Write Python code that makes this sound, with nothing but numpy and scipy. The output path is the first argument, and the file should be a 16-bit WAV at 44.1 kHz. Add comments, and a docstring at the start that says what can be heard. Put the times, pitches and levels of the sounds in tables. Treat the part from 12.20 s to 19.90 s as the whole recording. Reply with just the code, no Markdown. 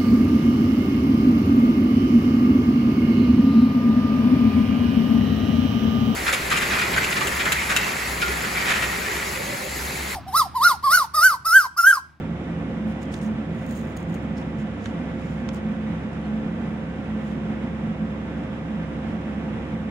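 """A pool pump hums and throbs some way off, over the roar of the water it draws through a hose.
Close by, a person guiding the vacuum pole shuffles back over gritty stone paving: soles tap and
scuff, sand cracks under them, and there are two faint squeaks. The metal pole slides and catches
in the hands, which rings its thin wall. Heard outdoors by a small camera with two microphone ports."""
import sys
import numpy as np
from scipy import signal
from scipy.fft import rfft, irfft
from scipy.io import wavfile
from scipy.ndimage import uniform_filter1d

SR = 44100
rng = np.random.default_rng(int(sys.argv[2]) if len(sys.argv) > 2 else 0)


def bounce(signal):
    """Save signal as a 16-bit WAV file at the path given by the first command-line argument."""
    frames = np.transpose(np.atleast_2d(signal))
    limited = np.clip(frames, -1, 1)
    pcm = np.round(limited * 32767).astype(np.int16)
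    wavfile.write(sys.argv[1], SR, pcm)


N = 339614
TIME, FREQS = np.arange(N) / SR, np.fft.rfftfreq(N, 1 / SR)
BAND_LIMIT_HZ = 15800


def gain_of(db):
    """Decibels to amplitude."""
    return 10 ** (np.asarray(db) / 20)


def unit_rms(x):
    """Scales to an rms of one."""
    return x / np.sqrt(np.mean(abs(x) ** 2) + 1e-20)


def curve(points, hz, column=1):
    """One table column, interpolated over log frequency."""
    columns = np.transpose(points)
    return np.interp(np.log(hz + 1), np.log(columns[0] + 1), columns[column])


def add(mix, start_s, sound):
    """Mixes in a stereo sound."""
    part = mix[:, max(round(start_s * SR), 0):][:, :sound.shape[1]]
    part += sound[:, :part.shape[1]]


def swell(t, half_s):
    """Gaussian rise and fall about t = 0."""
    return np.exp(-.5 * (t / half_s) ** 2)


def wander(rate_hz, points=2048):
    """Slow complex noise of unit rms."""
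    hz = np.fft.fftfreq(points, N / SR / points)
    slow = np.fft.ifft(np.exp(2j * np.pi * rng.random(points)) / (1 + (hz / rate_hz) ** 2))
    return unit_rms(np.interp(TIME, np.linspace(0, N / SR, points), slow))


def coloured(burst, colour, tilt_db_per_oct, peak_hz, peak_db, width_oct):
    """Shapes a burst by a colour table, a tilt and one peak, at about the same power."""
    hz = np.fft.rfftfreq(burst.shape[1], 1 / SR)
    low_hz = colour[0][0]
    octaves = np.log2(np.clip(hz, low_hz, BAND_LIMIT_HZ) / peak_hz)
    shape_db = curve(colour, hz) + tilt_db_per_oct * octaves + peak_db / (1 + (octaves / width_oct) ** 2)
    band = (hz < BAND_LIMIT_HZ) * hz / (hz + low_hz)
    return irfft(rfft(burst) * unit_rms(gain_of(shape_db) * band), burst.shape[1])


def minimum_phase(gain):
    """Adds the phase that makes a spectrum ring after a blow, never before."""
    log_gain = np.log(np.maximum(gain, 1e-5))
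    mirrored = np.concatenate([log_gain, log_gain[-2:0:-1]])
    return gain * np.exp(-1j * signal.hilbert(mirrored).imag[:len(gain)])


def tone(hz, level_db, flutter_depth=0, left_lead_rad=0, flutter_hz=3.3):
    """A stereo sine, fluttering in level and phase."""
    carrier = np.exp(2j * np.pi * (hz * TIME + rng.random()))
    line = carrier * unit_rms(1 + flutter_depth * wander(flutter_hz))
    port_phase = np.exp(.5j * left_lead_rad * np.array([[1], [-1]]))
    return np.sqrt(2) * gain_of(level_db) * (line * port_phase).real


# Shaft lines, mostly multiples of three blades: order, level_db, flutter_depth, left_lead_rad
SHAFT_ORDERS = [(3, -41, 0.065, 0), (6, -45, 1, -0.1), (9, -35, 0.021, 0.32), (12, -48.5, 0.71, -0.2),
                (15, -49.5, 0.45, 0.5), (21, -56.5, 0.18, .1), (22, -46, 0.093, -.7), (23, -55, 1, 0)]
# Magnetic hum: harmonic, level_db, flutter_depth, left_lead_rad
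MAINS_HARMONICS = [(2, -47, 0.1, 0.03), (6, -60.5, 0.33, .1)]
# Thin whines: pitch_hz, level_db, flutter_depth, left_lead_rad
MOTOR_WHINES = [(343.8, -53, .4, 1), (842, -62, .9, 0), (1473.9, -59.5, .3, -2.4), (1965.2, -69, .4, -.2)]
def motor(shaft_hz=23.85, mains_hz=50):
    """Shaft, blades and magnetic field each give tones of steady pitch."""
    shaft = sum(tone(order * shaft_hz, *rest) for order, *rest in SHAFT_ORDERS)
    mains = sum(tone(harmonic * mains_hz, *rest) for harmonic, *rest in MAINS_HARMONICS)
    return shaft + mains + sum(tone(*row) for row in MOTOR_WHINES)


# Brief swells and dips of the low hum near 215 Hz: middle_s, half_length_s, change_db
LOW_HUM_SWELLS = [(.3, 0.17, -5.5), (0.673, 0.039, 10.5), (0.884, 0.076, -8.5), (1.093, 0.049, 9),
                  (1.253, 0.058, -4), (1.85, 0.11, -5), (3.5, 0.14, 3.5), (4.152, 0.072, 7),
                  (5.28, 0.23, 4)]
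def throbbing(hum, centre_hz=215, width_hz=29):
    """The low hum swells or dips briefly."""
    band = irfft(rfft(hum) * np.exp(-((FREQS - centre_hz) / width_hz) ** 2), N)
    change_db = sum(db * swell(TIME - middle_s, half_s) for middle_s, half_s, db in LOW_HUM_SWELLS)
    return hum + band * (gain_of(change_db) - 1)


# Pump and pipe resonances: pitch_hz, width_hz, level_db
PIPE_MODES = [(168, 9.5, -36), (215, 17, -37.5)]
# Brief booms of the lower one: middle_s, half_length_s, level_db
PIPE_BOOMS = [(1.3, .022, -29.5), (5.828, .025, -28.5)]
def pipes():
    """Turbulence keeps two low resonances ringing; the upper beats with the ninth shaft order."""
    churn = np.exp(2j * np.pi * rng.random(len(FREQS)))
    ringing = sum(gain_of(db) * unit_rms(irfft(churn / (1 + 1j * (FREQS - hz) / width_hz) ** 3, N))
                  for hz, width_hz, db in PIPE_MODES)
    lower_hz = PIPE_MODES[0][0]
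    booms = sum(tone(lower_hz, db) * swell(TIME - middle_s, half_s) for middle_s, half_s, db in PIPE_BOOMS)
    return ringing + booms


# Churning spectrum, low range: freq_hz, density_db_per_hz
ROAR_SPECTRUM = [(20, -80.5), (39, -79), (52, -65.5), (88, -63.5), (125, -57.5), (190, -57), (228, -52),
                 (280, -58), (385, -67), (450, -65.5), (580, -69.5), (680, -68.5), (1000, -74)]
# Churning spectrum, high range: freq_hz, density_db_per_hz
HISS_SPECTRUM = [(1000, -73.5), (2000, -77), (2700, -82.5), (3650, -89.5), (4300, -99), (5400, -97.5),
                 (6000, -101.5), (6500, -100), (7400, -105.5), (8400, -107), (9500, -106.6),
                 (11500, -118.5), (14000, -126), (15700, -130)]
# Likeness of the roar at the two ports: freq_hz, coherence, left_lead_rad
ROAR_COHERENCE = [(60, .97, 0), (220, .99, 0), (380, .86, -.3), (650, .72, -.2), (900, .43, 0),
                  (1300, .16, -.5), (1750, .36, -1.3), (2250, .54, -1.4), (3000, .27, -2.7),
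                  (4000, .12, -3.6), (5300, .22, -3.1), (8000, .05, -3)]
def water_roar(echo_gain=0.28, echo_s=1 / 207, surge_db=0.6):
    """Water and air churn in the pump; a reflection off the paving combs the noise."""
    left, independent = np.exp(2j * np.pi * rng.random((2, len(FREQS))))
    coherence = curve(ROAR_COHERENCE, FREQS)
    right = coherence * left + np.sqrt(1 - coherence ** 2) * independent
    right *= np.exp(-1j * curve(ROAR_COHERENCE, FREQS, column=2))
    echo_colour = curve([(500, .11), (1000, .25), (2000, 1), (4000, .2)], FREQS)  # freq_hz, gain
    comb = 1 - echo_gain * echo_colour * np.exp(-2j * np.pi * FREQS * echo_s)
    crossover_hz = ROAR_SPECTRUM[-1][0]
    density_db = np.where(FREQS < crossover_hz, curve(ROAR_SPECTRUM, FREQS), curve(HISS_SPECTRUM, FREQS))
    noise = irfft(np.array([left, right]) * comb * gain_of(density_db), N) * np.sqrt(N * SR / 2)
    return noise * gain_of(surge_db * unit_rms(wander(rate_hz=8).real))


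def grit(samples, shared_power, grain_db):
    """Dense tiny slips of uneven size, partly shared by the two ports."""
    shared, left, right, grains = rng.standard_normal((samples, 4)).T
    grains = unit_rms(uniform_filter1d(grains, size=50))
    noise = np.sqrt(shared_power) * shared + np.sqrt(1 - shared_power) * np.array([left, right])
    return unit_rms(noise * gain_of(grain_db * grains))


# Tap spectrum: freq_hz, gain_db
TAP_SPECTRUM = [(400, -8), (1300, 1), (2700, -1), (3600, 1), (4600, -5), (6700, -7), (8300, -16),
                (9700, -18), (11500, -31), (13500, -32), (15700, -34)]
# Soles and grit on stone, the long ones skidding: start_s, level_db, tilt_db_per_oct, peak_hz, decay_s
SOLE_TAPS = [(.2415, -55, 6, 8000, .003), (.679, -59, 16, 14000, .004), (.722, -53, 8, 13000, .004),
             (0.829, -48, 5, 8000, 0.0036), (.8535, -49, 3, 7500, .003), (1.012, -53, 7, 8500, .02),
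             (0.9399, -33.5, 3.5, 3500, .004), (2.6577, -28.3, -4, 1650, .0045),
             (3.2886, -28, -2.8, 5650, .0025), (3.332, -56, 10, 10500, .012), (3.931, -53, 5, 7000, .004),
             (4.535, -55, 11, 10000, .002)]
def taps(rise_s=0.00025, scatter_db=-21, scatter_s=.012):
    """Dry cracks die as the sole comes to rest; paving and water scatter a faint tail."""
    out, t = np.zeros((2, N)), np.arange(SR // 10) / SR
    for start_s, db, tilt, peak_hz, decay_s in SOLE_TAPS:
        slips = grit(len(t), shared_power=0.35, grain_db=1.8)
        crack = coloured(slips, TAP_SPECTRUM, tilt, peak_hz, peak_db=7, width_oct=.12)
        rise = 1 - np.exp(-t / rise_s)
        fall = np.hypot(np.exp(-t / decay_s), gain_of(scatter_db) * np.exp(-t / scatter_s))
        add(out, start_s, gain_of(db) * crack * rise * fall)
    return out


def sand(grains_per_s=450, spread_db=4, decay_s=.0003):
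    """One second of grains cracking at random under a sole."""
    sizes = gain_of(spread_db * np.minimum(rng.exponential(1, SR), 3))
    impulses = sizes * (rng.random(SR) < grains_per_s / SR)
    cracks = signal.lfilter([1], [1, -np.exp(-1 / (decay_s * SR))], impulses)
    return unit_rms(cracks * grit(SR, shared_power=0.44, grain_db=1.5))


def rub(half_s, grain_db, judder_db=0):
    """Gritty friction swelling at the middle of one second, with optional stick-slip judder."""
    t = np.arange(SR) / SR - .5
    judder = unit_rms(uniform_filter1d(rng.standard_normal(SR), size=400))
    slips = grit(SR, shared_power=0.18, grain_db=grain_db)
    return unit_rms(slips * gain_of(judder_db * judder)) * swell(t, half_s)


# Scuff spectrum: freq_hz, gain_db
SCUFF_SPECTRUM = [(800, -19), (2500, 3), (4400, 3.5), (5600, 4.5), (6100, 0.5), (6900, 2.5), (8000, -4),
                  (9300, -4), (11300, -17.5), (13200, -13.5), (15700, -15.5)]
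# Rubs of soles and cloth: middle_s, half_length_s, level_db, tilt_db_per_oct, peak_hz
STEP_SCUFFS = [(0.705, 0.02, -63.5, 5, 9700), (0.829, 0.011, -53.5, 4.5, 6900),
               (.931, .010, -49.5, 1, 7800), (0.966, 0.022, -53, 2.5, 6600), (1.034, 0.008, -56, 6, 8500),
               (1.053, 0.025, -56.5, 4.5, 6600), (2.18, 0.011, -52, -3, 5400), (2.212, 0.02, -61, 0, 5300),
               (2.405, 0.018, -60, 1, 7000), (2.656, 0.034, -55.5, -2, 6700), (3.075, 0.087, -61, -3, 6900),
               (3.343, .008, -55.5, 2.5, 10400), (3.366, .011, -54.5, 2, 10400), (5.09, .05, -64, -6, 6900)]
def scuffs(sand_share=.4):
    """Soles and trouser legs drag, and sand crunches in the rub."""
    out, t = np.zeros((2, N)), np.arange(SR) / SR - .5
    for middle_s, half_s, db, tilt, peak_hz in STEP_SCUFFS:
        crunch = np.sqrt(sand_share) * sand() * swell(t, half_s)
        drag = np.sqrt(1 - sand_share) * rub(half_s, grain_db=-2.5)
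        scuff = coloured(drag + crunch, SCUFF_SPECTRUM, tilt, peak_hz, peak_db=5.5, width_oct=0.095)
        add(out, middle_s - .5, gain_of(db) * scuff)
    return out


# Faint squeaks: middle_s, half_length_s, level_db, pitch_hz, glide_oct_per_s
FALLING_SQUEAKS = [(0.866, 0.016, -53, 3190, -1), (4.05, .016, -68, 4290, -2.8)]
def squeaks(rough_depth=1.2, rough_hz=90):
    """Thin, rough tones that slide down."""
    out, t = np.zeros((2, N)), np.arange(-SR // 8, SR // 8) / SR
    for middle_s, half_s, db, hz, glide in FALLING_SQUEAKS:
        cycles = np.cumsum(hz * 2 ** (glide * t)) / SR
        roughness = 1 + rough_depth * wander(rough_hz)[:len(t)]
        line = unit_rms((np.exp(2j * np.pi * cycles) * roughness).real)
        add(out, middle_s + t[0], gain_of(db) * line * swell(t, half_s) * np.ones((2, 1)))
    return out


# Tube wall resonances: pitch_hz, width_hz, level_db
WALL_MODES = [(6560, 200, 3.5), (6950, 200, 2.5), (7430, 80, 0), (8760, 170, -5), (9300, 150, -3),
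              (10900, 60, -16), (12720, 80, -5.5), (13300, 120, -4), (13800, 110, -9), (14600, 170, -13),
              (15500, 330, -8)]
# Friction spectrum between them: freq_hz, level_db
WALL_RASP = [(1500, -16), (4000, -5), (5600, -10), (6150, -14), (7300, -7.5), (9500, -10.5), (10200, -13),
             (11800, -26), (12800, -9.5), (14100, -19), (15700, -14)]
def tube_wall(friction):
    """The thin metal wall filters friction; its modes add in power over a broad rasp."""
    mode_power = sum(gain_of(db) ** 2 / (1 + (2 * (FREQS - hz) / width_hz) ** 2)
                     for hz, width_hz, db in WALL_MODES)
    rasp_power = gain_of(curve(WALL_RASP, FREQS)) ** 2
    response = unit_rms(np.sqrt(mode_power + rasp_power))
    return irfft(rfft(friction) * minimum_phase(response), N)


def grip_creeps(from_s=2.5, to_s=5.2, slips_per_s=16, level_db=-75, spread_db=2, decay_s=.012):
    """Tiny random slips as the pole is pushed, as rows of start_s, level_db, decay_s."""
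    span_s = to_s - from_s
    return [(from_s + when * span_s, level_db + spread_db * (2 * size - 1), decay_s)
            for when, size in rng.random((round(span_s * slips_per_s), 2))]


# Pole sliding through the hands: middle_s, half_length_s, level_db
POLE_SLIDES = [(1.425, 0.06, -62), (1.51, .018, -51.5), (1.575, 0.033, -51.5), (1.671, 0.065, -63),
               (1.801, 0.03, -62), (1.899, 0.012, -60), (1.95, 0.018, -58), (2.033, .008, -61),
               (3.098, 0.099, -70), (3.353, .016, -63), (5.087, .055, -66)]
# Grip catching on the pole: start_s, level_db, decay_s
GRIP_CATCHES = [(1.3479, -54, .003), (1.4641, -48.5, .003), (1.5125, -48, .003), (1.7664, -44.5, .004),
                (1.7714, -43.5, .004), (1.828, -51, .002), (1.941, -46, .005), (1.949, -49, .003)]
def pole(ring_hz=6562, ring_db=-16, ring_t60_s=.2, ring_left_db=-4):
    """Slides, catches and creep of the grip drive the tube; one mode rings on after each catch."""
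    friction, ringing, t = np.zeros((2, N)), np.zeros((2, N)), np.arange(SR // 4) / SR
    for middle_s, half_s, db in POLE_SLIDES:
        add(friction, middle_s - .5, gain_of(db) * rub(half_s, grain_db=3.2, judder_db=1.8))
    for start_s, db, decay_s in list(GRIP_CATCHES) + grip_creeps():
        slip = grit(len(t), shared_power=0.37, grain_db=2.5) * np.exp(-t / decay_s)
        add(friction, start_s, gain_of(db) * slip)
    for start_s, db, _ in GRIP_CATCHES:
        envelope = gain_of(db + ring_db - 60 * t / ring_t60_s)
        ring = envelope * np.sin(2 * np.pi * (ring_hz * t + rng.random()))
        add(ringing, start_s, ring * gain_of([[ring_left_db], [0]]))
    return tube_wall(friction) + ringing


def through_ports(sound, balance):
    """Each microphone port colours a sound according to its direction."""
    port_db = curve(balance, FREQS) * np.array([[.5], [-.5]])
    return irfft(rfft(sound) * gain_of(port_db), N)


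# Port balance towards the pump: freq_hz, left_minus_right_db
PUMP_BALANCE = [(100, -2), (2000, -1.7), (3600, -6.8), (4500, -1), (5900, 2), (7300, -9.5), (8900, -2.6),
                (9700, 2), (11700, 4.5), (13300, -1), (15700, -1.5)]
# Port balance towards feet and hands, on the right: freq_hz, left_minus_right_db
PERSON_BALANCE = [(2000, -1.5), (3500, -5), (4800, 0), (6300, -4), (7300, -1), (8800, -7), (10300, -1),
                  (11500, 2), (13000, 0), (14400, -3.5), (15700, -4)]
def scene():
    """The pump some way off; footwork and pole close by."""
    pump = throbbing(motor()) + pipes() + water_roar()
    person = scuffs() + taps() + squeaks() + pole()
    return through_ports(pump, PUMP_BALANCE) + through_ports(person, PERSON_BALANCE)


def record(dry):
    """The camera's band limit."""
    low_pass = signal.firwin(511, BAND_LIMIT_HZ, window=("kaiser", 9), fs=SR)
    return signal.oaconvolve(dry, low_pass[None], "same")


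dry = scene()
out = record(dry)
bounce(out)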